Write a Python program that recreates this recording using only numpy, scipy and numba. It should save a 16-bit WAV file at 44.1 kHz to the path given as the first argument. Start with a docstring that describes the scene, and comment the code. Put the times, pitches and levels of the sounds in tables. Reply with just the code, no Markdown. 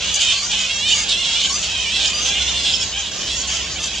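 """A flying fox whines in the trees, in long phrases that break into rasps as it pushes harder.
A rival whines across it; neighbours answer with high squeals, harsh screeches and whistled squeaks.
The cries follow the source-filter principle: throat and mouth resonances shape a train of larynx
pulses, which turns rough when its cycles grow irregular. The rest of the colony chatters behind,
scattered by the branches, over faint wind and a low distant drone."""
import sys
import numpy as np
from scipy import signal
from scipy.fft import rfft, irfft
from scipy.io import wavfile
from scipy.ndimage import uniform_filter1d
from numba import njit

SR = 44100
rng = np.random.default_rng(int(sys.argv[2]) if len(sys.argv) > 2 else 0)


def unload_audio(sound):
    """Save the sound as a 16-bit wav file, at the path given as the first command line argument."""
    columns = np.transpose(np.atleast_2d(sound))
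    # keep every value between -1 and 1, then stretch to whole-number steps
    steps = np.round(np.clip(columns, -1, 1) * 32767)
    wavfile.write(sys.argv[1], SR, steps.astype(np.int16))


N = 176400

NEAR_LAG_MS, MOUTH_WIDTH_HZ, MOUTH_CUT_HZ, CHEST_DB = 0.002, 1400., 2300, -32.5
THROB_DB, THROB_HZ = 5, 43.9  # rough stretches come in uneven pushes
# Near bat, one table per phrase (time [s], pitch [Hz], roughness [0-1], mouth resonance [Hz])
PHRASES = [
    [(0, 512.5, 0.59, 2620), (.1, 590, 0.51, 3080), (.17, 571.3, 0.3, 2940), (.21, 610.6, 0.7, 3030),
     (.27, 623.5, 0.49, 3200), (.3, 606.4, .4, 3030), (.33, 636, 0.55, 3200), (.4, 605, 1, 3180)],
    [(.495, 680, 0.74, 3500), (.535, 614.6, 0.7, 3100), (.55, 503, 0.42, 3100), (.605, 513.7, 0.16, 3000),
     (.665, 494.6, 0.33, 2930), (.713, 557, 0.2, 2970), (.745, 532, 0.15, 3130), (.82, 552.3, 0.15, 3200),
     (.86, 612, 0.08, 2995), (.885, 592, 0.27, 3120), (.91, 612, 0.42, 3100), (.94, 597, 0.37, 3030),
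     (.96, 569, 0.3, 2700), (1.05, 562, 0.3, 2530)],
    [(1.07, 701, 0.5, 3470), (1.1, 765, 0.58, 3770), (1.135, 650, 0.52, 3380), (1.165, 665, 0.37, 3170),
     (1.2, 724, 0.05, 3000), (1.245, 666, 0.42, 3270), (1.262, 546, 0.18, 3360), (1.31, 547, 0.13, 3040),
     (1.335, 539, 0.25, 3380), (1.37, 590, 0.38, 3150), (1.42, 609, 0.67, 3450), (1.48, 615, 0.96, 3620)],
    [(1.62, 718, 0.74, 3160), (1.67, 660.5, 0.46, 2930), (1.72, 637.6, 0.4, 2980),
     (1.79, 629.4, 0.29, 3000), (1.84, 621, 0.5, 2880), (1.87, 578, 0.29, 2520), (1.9, 597.4, 0.37, 2730),
     (1.94, 674.5, 0.24, 3330), (1.97, 668, 0.56, 3300), (2.03, 634, 0.89, 3440), (2.07, 610, 0.59, 3200),
     (2.12, 604, 0.64, 3100)],
    [(2.24, 620, 0.7, 3200), (2.28, 657, 0.7, 3200), (2.32, 683, 0.33, 3100), (2.37, 711.6, 0.22, 3050),
     (2.42, 689.6, 0.48, 3440), (2.46, 674, 0.45, 3260), (2.492, 715, 0.42, 3400), (2.55, 679, 0.41, 3300),
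     (2.58, 705, 0.13, 3410), (2.62, 688, 0.48, 3350), (2.67, 679.6, 0.79, 3340), (2.74, 662, 0.55, 3500),
     (2.84, 638, 0.83, 3300)],
    [(2.93, 604, 0.74, 3000), (3.05, 637, 0.45, 3240), (3.1, 613, 0.84, 3100)],
    [(3.26, 620, 0.77, 3160), (3.3, 655, 0.46, 3300), (3.35, 680, 0.29, 3270), (3.42, 657, 0.77, 3180),
     (3.56, 641, 0.95, 3140), (3.69, 610, 1.06, 2763)],
    [(3.86, 602, 0.7, 3120), (3.92, 660, 0.26, 3330), (4, 620, 0.5, 3070)],
]
# Strength of each phrase (gain [dB])
PHRASE_DB = [-1.5, -2, -0.5, -2.5, -2, -1.5, -7, -6.5]
# Vocal effort (time [s], level [dB])
EFFORT = [(0.0, -25), (0.19, -23.5), (0.21, -18.5), (0.32, -13), (0.36, -29), (0.49, -29), (0.53, -17.5),
          (0.68, -24), (0.71, -18.5), (0.76, -21.5), (0.93, -15.5), (0.95, -22), (1.02, -28), (1.07, -58),
          (1.09, -18), (1.12, -17), (1.16, -22.5), (1.4, -17.5), (1.43, -22), (1.46, -18.5), (1.47, -26),
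          (1.59, -16), (1.66, -24.5), (2.03, -16), (2.06, -10), (2.07, -24), (2.18, -22), (2.25, -21),
          (2.26, -14), (2.29, -19), (2.312, -25), (2.335, -19), (2.37, -26), (2.418, -16), (2.455, -25.5),
          (2.485, -18.5), (2.53, -25), (2.58, -18), (2.625, -27), (2.665, -18), (2.73, -19), (2.74, -27),
          (2.76, -29), (2.8, -29), (2.82, -26), (2.88, -33), (2.94, -27), (3.07, -26), (3.1, -47),
          (3.25, -18), (3.29, -15), (3.42, -28), (3.56, -24), (3.75, -26), (3.91, -24), (3.95, -41),
          (3.98, -16.5), (4.0, -19)]
# Throat formants (centre [Hz], bandwidth [Hz], gain [dB])
NEAR_THROAT = [(1680, 450, -16), (4950, 1000, -12), (7400, 1400, -17)]
def near_bat():
    """Source-filter voice: larynx pulses pass a moving mouth resonance and steady throat formants."""
    out = np.zeros(N)
    highpass = signal.butter(4, MOUTH_CUT_HZ, "highpass", fs=SR, output="sos")
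    for phrase, db in zip(PHRASES, PHRASE_DB):
        t = np.arange(phrase[0][0], phrase[-1][0], 1 / SR)
        rough = np.clip(curve(phrase, t, column=2), 0, 1)
        source = larynx(curve(phrase, t), rough, subharmonic=0.4 * rough)
        tract = vocal_tract(source, curve(phrase, t, column=3), MOUTH_WIDTH_HZ, NEAR_THROAT)
        voice = signal.sosfilt(highpass, tract) + undb(CHEST_DB) * source
        voice = voice / np.sqrt(uniform_filter1d(voice ** 2, size=400) + 1e-12)  # even out the power
        throb = THROB_DB * rough * np.tanh(wander(len(t), THROB_HZ))
        envelope = undb(curve(EFFORT, t) + db + throb) * gate(len(t), attack_s=0.014, release_s=0.011)
        add(out, t[0], voice * envelope)
    return place(out, pan_db=-3, lag_ms=NEAR_LAG_MS)


WAVER, WAVER_HZ, JITTER, JITTER_HZ = .02, 120, .075, 397.1  # relative pitch spread at roughness 1, rate
SHIMMER_DB, SHIMMER_HZ, BREATH = 4, 297, 0.4
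def larynx(hz, rough, subharmonic=0):
    """Phonation: one pulse per cycle; roughness brings jitter, shimmer and pulsed breath noise."""
    n, harmonics = len(hz), int(13000 / hz.max())

    def pulses(phase):
        """Equal harmonics sum to pulses; strong-weak alternation adds the octave below."""
        train = np.sin((harmonics + .5) * phase) / (np.sin(phase / 2) + 1e-12) - 1
        return unit(train) * (1 + subharmonic * np.cos(phase / 2))

    steady_phase = 2 * np.pi * np.cumsum(hz * (1 + WAVER * np.sqrt(rough) * wander(n, WAVER_HZ))) / SR
    shaken_phase = steady_phase + 2 * np.pi * np.cumsum(hz * JITTER * rough * wander(n, JITTER_HZ)) / SR
    air = unit(rng.standard_normal(SR)[np.arange(n) % SR] * (1 + np.cos(shaken_phase)))
    shimmer = undb(SHIMMER_DB * np.tanh(wander(n, SHIMMER_HZ)))
    rasp = (pulses(shaken_phase) + BREATH * air) * shimmer
    return (1 - rough) ** 2 * pulses(steady_phase) + rough * rasp


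def vocal_tract(source, mouth_hz, width_hz, formants):
    """Formant filtering: a moving mouth resonance in parallel with those of the throat."""
    mouth = sweep(sweep(source, mouth_hz, width_hz), mouth_hz, width_hz)
    throat = sum(undb(db) * resonate(source, hz, width) for hz, width, db in formants)
    return mouth + throat


def calls(rows, formants, arch):
    """Formant tracking: the mouth resonance follows the arching, gliding pitch of each short call."""
    out = np.zeros(N)
    for start, length, hz, rise, db, rough, mouth_hz in rows:
        u = np.linspace(-1, 1, int(length * SR))
        pitch = hz * (1 + arch * (.5 - u ** 2)) + rise * u / 2
        source = larynx(pitch, np.clip(rough, 0, 1), subharmonic=0.06)
        voice = vocal_tract(source, mouth_hz * pitch / hz, width_hz=750., formants=formants)
        add(out, start, unit(voice) * undb(db) * gate(len(u)))
    return out


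# Whines (start [s], length [s], pitch [Hz], rise [Hz], level [dB], roughness [0-1], mouth [Hz])
WHINES = [(.255, .085, 775, 42, -27, .3, 3100), (.355, 0.071, 698, 5, -26.5, 0.2, 4200),
          (.585, 0.088, 632, -29, -31, 0.16, 2640), (.885, .06, 905, 92, -26, .2, 3500),
          (.96, .08, 535, -5, -32.5, .25, 2200), (1.19, .17, 600, 33, -29.5, .6, 3100),
          (1.39, .055, 835, 57, -27, .3, 4000), (1.935, .045, 612, -12, -29, .2, 4400),
          (2.12, .12, 600, 15, -31.5, .6, 2900), (2.355, .045, 720, 28, -24, .15, 2850),
          (2.47, .17, 628, -9.5, -34.5, 0.48, 3110), (2.57, .15, 719, 43.5, -33.5, 0.25, 4950)]
# Throat formants (centre [Hz], bandwidth [Hz], gain [dB])
WHINE_THROAT = [(4700, 1000, -15), (7200, 1200, -17)]
def rival_whines():
    """Mostly periodic pulses give the rival a harmonic whine close to the near bat's pitch."""
    return place(calls(WHINES, WHINE_THROAT, arch=.012), pan_db=-3, lag_ms=NEAR_LAG_MS)


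# Squeals (start [s], length [s], pitch [Hz], rise [Hz], level [dB], roughness [0-1], mouth [Hz])
SQUEALS = [(.32, .1, 1131, 8, -27.5, 0.42, 4500), (.415, 0.047, 1170, 13, -24.5, .22, 4800),
           (.945, 0.11, 1212, 68, -26, .22, 4850), (1.495, 0.055, 1125, 41, -22.5, .25, 5430),
           (1.535, 0.046, 1204, 10, -23.5, 0.1, 4910), (2.128, 0.088, 1200, 20, -23, 0.3, 4800),
           (2.205, 0.063, 1250, -10, -27.5, 0.17, 6200), (3.64, 0.14, 1158, -55, -38, .4, 4500),
           (3.79, 0.09, 1220, 11, -30, 0.64, 5300)]
# Throat formants (centre [Hz], bandwidth [Hz], gain [dB])
SQUEAL_THROAT = [(1150, 2200, -10), (2420, 400, -12), (4530, 2600, -1), (6060, 910, 0)]
def squeals():
    """A fast pulse rate gives a neighbour's squeals high pitch and widely spaced harmonics."""
    return place(calls(SQUEALS, SQUEAL_THROAT, arch=0.0158), pan_db=-1, lag_ms=0.0062)


# Screeches (start [s], length [s], pitch [Hz], rise [Hz], level [dB], roughness [0-1], mouth [Hz])
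SCREECHES = [(.055, .025, 915, 16, -36, .8, 6750), (.138, 0.035, 678, 28, -16, 0.37, 6200),
             (.17, 0.073, 786, -2, -25.5, .8, 4700), (.203, 0.043, 709, 3, -19, 0.27, 6660),
             (.245, 0.018, 795, -22, -20, 0.5, 6250), (.29, 0.2, 802, 14.5, -30, 0.6, 6300),
             (.503, 0.031, 720, 3, -25.5, 0.55, 4400), (.58, 0.061, 938, 18, -27.5, 0.86, 6800),
             (.87, 0.18, 896, 56.5, -24.5, 0.79, 6460), (1.085, .04, 725, -68, -23.5, 0.67, 4380),
             (1.4, 0.11, 857, 60.5, -26, 0.76, 6600), (1.52, .14, 996, -85, -26.5, 0.63, 6000),
             (1.62, 0.061, 873, 19, -29, 0.37, 4400), (1.83, 0.05, 904, 6, -45, 0.4, 5700),
             (2.02, 0.1, 850, 45.5, -28, 0.85, 6800), (2.255, .05, 926, -100, -26, 0.81, 5150),
             (2.63, 0.16, 903, 6.5, -28, 1.06, 5100), (2.8, 0.053, 842, -63, -26.5, 0.72, 5500),
             (3.31, 0.13, 897, -12, -28.5, 0.95, 5570), (3.47, 0.13, 954, -47, -27.5, 1, 6250),
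             (3.825, 0.064, 1032, -9, -24.5, 0.67, 5960), (3.93, 0.051, 944, 165, -30.5, 0.7, 6400)]
# Throat formants (centre [Hz], bandwidth [Hz], gain [dB])
SCREECH_THROAT = [(4730, 390, 0.5), (5880, 3400, -12), (6820, 1050, -2.5)]
def screeches():
    """Aperiodic vibration smears the harmonics into harsh noise under high formants."""
    return place(calls(SCREECHES, SCREECH_THROAT, arch=.05), pan_db=0.5, lag_ms=0.0052)


# Whistled squeaks (start [s], length [s], pitch [Hz], rise [Hz], arch [Hz], level [dB])
SQUEAKS = [(.89, 0.041, 6980, 1, 315, -23.5), (.898, 0.0345, 4550, 400, 45, -27),
           (0.913, 0.029, 2900, 56, 21, -17), (1.43, 0.032, 3017, 0, 12, -21),
           (2.046, 0.019, 3050, 153, 27, -22), (2.058, 0.0065, 6850, -200, 5, -22),
           (2.07, 0.013, 4660, -600, 4, -22.5), (2.073, 0.011, 5150, 1204, 4, -22.5),
           (2.225, 0.068, 6030, -100, 71, -25), (2.725, 0.044, 4860, 98, 540, -22),
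           (2.736, 0.012, 3180, 251, 8, -14.5), (2.799, 0.033, 5200, -300, 130, -23.5),
           (2.811, 0.025, 3247, 0, 66, -24)]
def squeaks():
    """Where a voice breaks it whistles: a sine with slight random frequency and amplitude modulation."""
    out = np.zeros(N)
    for start, length, hz, rise, arch, db in SQUEAKS:
        u = np.linspace(-1, 1, int(length * SR))
        wobble = 1 + 0.0244 * wander(len(u), hz=867)
        pitch = (hz + rise * u / 2 + arch * (1 - u ** 2)) * wobble
        shimmer = undb(-wander(len(u), JITTER_HZ))
        tone = unit(np.sin(2 * np.pi * np.cumsum(pitch) / SR) * shimmer)
        add(out, start, tone * undb(db) * gate(len(u), attack_s=0.0016, release_s=0.0016))
    return place(out, pan_db=-5, lag_ms=NEAR_LAG_MS)


# Clicks at the start of the first shriek (time [s], level before filtering [dB])
CLICKS = [(.131, -15), (.147, -15)]
# Click spectrum (frequency [Hz], gain [dB])
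CLICK_SPECTRUM = [(4000, -12), (6500, 0), (8500, -16), (12500, 1), (15500, -14)]
def clicks(decay_s=.004):
    """Broadband transients: bright noise bursts that decay exponentially within milliseconds."""
    out, t = np.zeros(N), np.arange(SR // 20) / SR
    for start, db in CLICKS:
        add(out, start, rng.standard_normal(len(t)) * undb(db) * np.exp(-t / decay_s))
    return place(colour(out, CLICK_SPECTRUM), pan_db=0.5, lag_ms=0.0052)


def trees(x, t60_s=0.3, onset_s=0.0054):
    """Scattering from trunks and leaves leaves a short diffuse tail, different in each ear."""
    t = np.arange(SR // 2) / SR
    tail = rng.standard_normal((2, len(t))) * undb(-60 * t / t60_s) * np.clip(t / onset_s, 0, 1)
    tail = tail / np.sqrt((tail ** 2).sum(1, keepdims=True))
    return signal.fftconvolve(x, tail, axes=1)[:, :N]


# Response applied to the near voices (frequency [Hz], gain [dB])
TREBLE_LOSS = [(100, 4), (7300, -1), (8300, -4), (10000, -6.5), (12500, -27), (15500, -40)]
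def treble_loss(voices):
    """High-frequency attenuation dulls the near voices and their scatter."""
    return colour(voices, TREBLE_LOSS)


COLONY_PITCH_HZ, COLONY_CALL_S, COLONY_ROUGH = 723.3, .075, 0.439  # medians over the calls
COLONY_SPREAD_DB, COLONY_PAN_DB, COLONY_WET = 4.5, -2, 0.4
# Spectral shaping of the colony (frequency [Hz], gain [dB])
COLONY_SPECTRUM = [(450, -21.5), (700, -8.5), (1100, -8), (1700, -3), (2050, -7), (2400, -0.5), (3200, 0.5),
                   (4100, -7.5), (5300, -7), (7100, 1.5), (8300, -18.5), (10000, -36), (12500, -80),
                   (15500, -52)]
# Loudness of the colony (time [s], level [dB])
COLONY_LEVEL = [(0, -23), (.48, -23.5), (1.05, -23.5), (1.6, -24.5), (2.3, -24), (2.75, -25), (2.89, -25),
                (3.0, -25), (3.18, -25.5), (3.5, -23.5), (4, -24)]
def colony(count=300):
    """Incoherent superposition: far calls from three directions and their scatter merge into chatter."""
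    groups = np.zeros((3, N))
    for k, (when, size, pitch, glide, loud, rough, mouth) in enumerate(rng.uniform(-1, 1, (count, 7))):
        u = np.linspace(-1, 1, int(COLONY_CALL_S * 2 ** size * SR))
        hz = COLONY_PITCH_HZ * 1.6 ** pitch * (1 + .08 * glide * u - .06 * u ** 2)
        source = larynx(hz, np.clip(COLONY_ROUGH * 2 ** rough, 0, 1))
        voice = unit(0.38 * source + resonate(source, hz=4200 * 1.53 ** mouth, width=1910))
        start = (k + when) / count * N / SR - len(u) / SR / 2
        add(groups[k % 3], start, voice * undb(COLONY_SPREAD_DB * loud) * gate(len(u)))
    direct = sum(place(voices, pan_db=COLONY_PAN_DB - 3.5 * side, lag_ms=0.045 * side)
                 for voices, side in zip(groups, (-1, 0, 1)))
    scatter = trees(direct)
    coherent = place(scatter[0], COLONY_PAN_DB, lag_ms=0)  # the same tail in both ears
    diffuse_treble = colour(scatter, [(3500, -23.5), (15500, 18.5)])
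    chatter = colour(direct + COLONY_WET * (coherent + diffuse_treble), COLONY_SPECTRUM)
    return unit(chatter) * undb(curve(COLONY_LEVEL, np.arange(N) / SR))


# Spectrum of wind and far noise (frequency [Hz], relative density [dB])
WIND_SPECTRUM = [(45, 3), (85, 1), (120, -2), (170, 0), (280, -4.5), (650, -5), (1200, -20), (2000, -14.5),
                 (6000, -22), (11000, -32), (15500, -48)]
def wind(level_db=-38.5, width=0.12):
    """Broadband noise, strongest in the bass, with slow random amplitude modulation."""
    mid, side = colour(rng.standard_normal((2, N)), WIND_SPECTRUM)
    air = unit(mid) + width * unit(side) * np.array([[1], [-1]])
    return air * undb(level_db + 1.7 * wander(N, hz=5.28))


# Bands of the distant drone (centre [Hz], bandwidth [Hz], level [dB])
DRONE_BANDS = [(64.5, 1.5, -41.5), (53.9, 9.5, -48.5), (89.6, 10, -50), (192.1, 8.5, -51)]
def drone():
    """Narrow-band noise: low resonances under random excitation give a wavering hum."""
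    hum = sum(undb(db) * unit(resonate(rng.standard_normal(N + SR), hz, width)[SR:])
              for hz, width, db in DRONE_BANDS)
    return place(hum, pan_db=-2.6, lag_ms=0)


def undb(db):
    """Decibels to amplitude ratio."""
    return 10 ** (np.asarray(db) / 20)


def unit(x):
    """Normalisation to rms 1."""
    return x / np.sqrt(np.mean(x ** 2) + 1e-18)


def curve(rows, t, column=1):
    """Linear interpolation through a column of a table."""
    rows = np.array(rows, float)
    return np.interp(t, rows[:, 0], rows[:, column])


def wander(n, hz):
    """Random fluctuation of rms 1 with hz new values a second."""
    at = np.arange(n) * hz / SR
    return unit(np.interp(at, np.arange(4096), rng.standard_normal(4096)))


def colour(x, points):
    """Zero-phase filter through (frequency [Hz], gain [dB]) points, falling steeply beyond the ends."""
    hz, db = np.array(points, float).T
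    log_f = np.log(np.fft.rfftfreq(2 * N, 1 / SR) + 1)
    beyond = np.maximum(np.log(hz[0]) - log_f, 0) + np.maximum(log_f - np.log(hz[-1]), 0)
    gain = undb(np.interp(log_f, np.log(hz), db) - 74 * beyond)
    return irfft(rfft(x, 2 * N) * gain)[..., :N]


def resonate(x, hz, width):
    """Two equal resonators in cascade, for steep skirts."""
    b, a = signal.iirpeak(hz, hz / width, fs=SR)
    return signal.lfilter(b, a, signal.lfilter(b, a, x))


@njit
def sweep(x, hz, width):
    """State-variable resonator: a band-pass whose centre moves."""
    y, band_state, low_state = np.empty(len(x)), 0., 0.
    for i in range(len(x)):
        g, damping = np.tan(np.pi * hz[i] / SR), width / hz[i]
        band = (band_state + g * (x[i] - low_state)) / (1 + g * (g + damping))
        band_state = 2 * band - band_state
        low_state += 2 * g * band
        y[i] = damping * band
    return y


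def gate(n, attack_s=0.0096, release_s=0.019):
    """Amplitude envelope with quarter-sine edges."""
    t = np.arange(n) / SR
    return np.sin(np.pi / 2 * np.clip(np.minimum(t / attack_s, (n / SR - t) / release_s), 0, 1))


def add(out, start, x):
    """Superposition of a sound at its start time."""
    i = int(start * SR)
    lo, hi = max(i, 0), min(i + x.shape[-1], N)
    if hi > lo:
        out[..., lo:hi] += x[..., lo - i:hi - i]


def place(x, pan_db, lag_ms):
    """Interaural differences: left minus right level, and the delay of the left channel."""
    delay = np.exp(-2j * np.pi * np.fft.rfftfreq(N, 1 / SR) * lag_ms / 1000)
    left = irfft(rfft(x) * delay, N)
    gains = undb(np.array([[pan_db], [-pan_db]]) / 2)
    return np.array([left, x]) * gains / gains.mean()


def scene():
    """Superposition of the near voices, their scatter, the colony, the wind and the drone."""
    voices = near_bat() + squeaks() + clicks() + rival_whines() + squeals() + screeches()
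    return treble_loss(voices + undb(-8) * trees(voices)) + colony() + wind() + drone()


def record(dry):
    """Soft saturation rounds the highest peaks; a steep low-pass limits the bandwidth."""
    ceiling, cutoff_hz = .95, 15600
    rounded = dry / (1 + (dry / ceiling) ** 8) ** (1 / 8)
    return signal.sosfilt(signal.ellip(8, .2, 70, cutoff_hz, fs=SR, output="sos"), rounded)


dry = scene()
out = record(dry)
unload_audio(out)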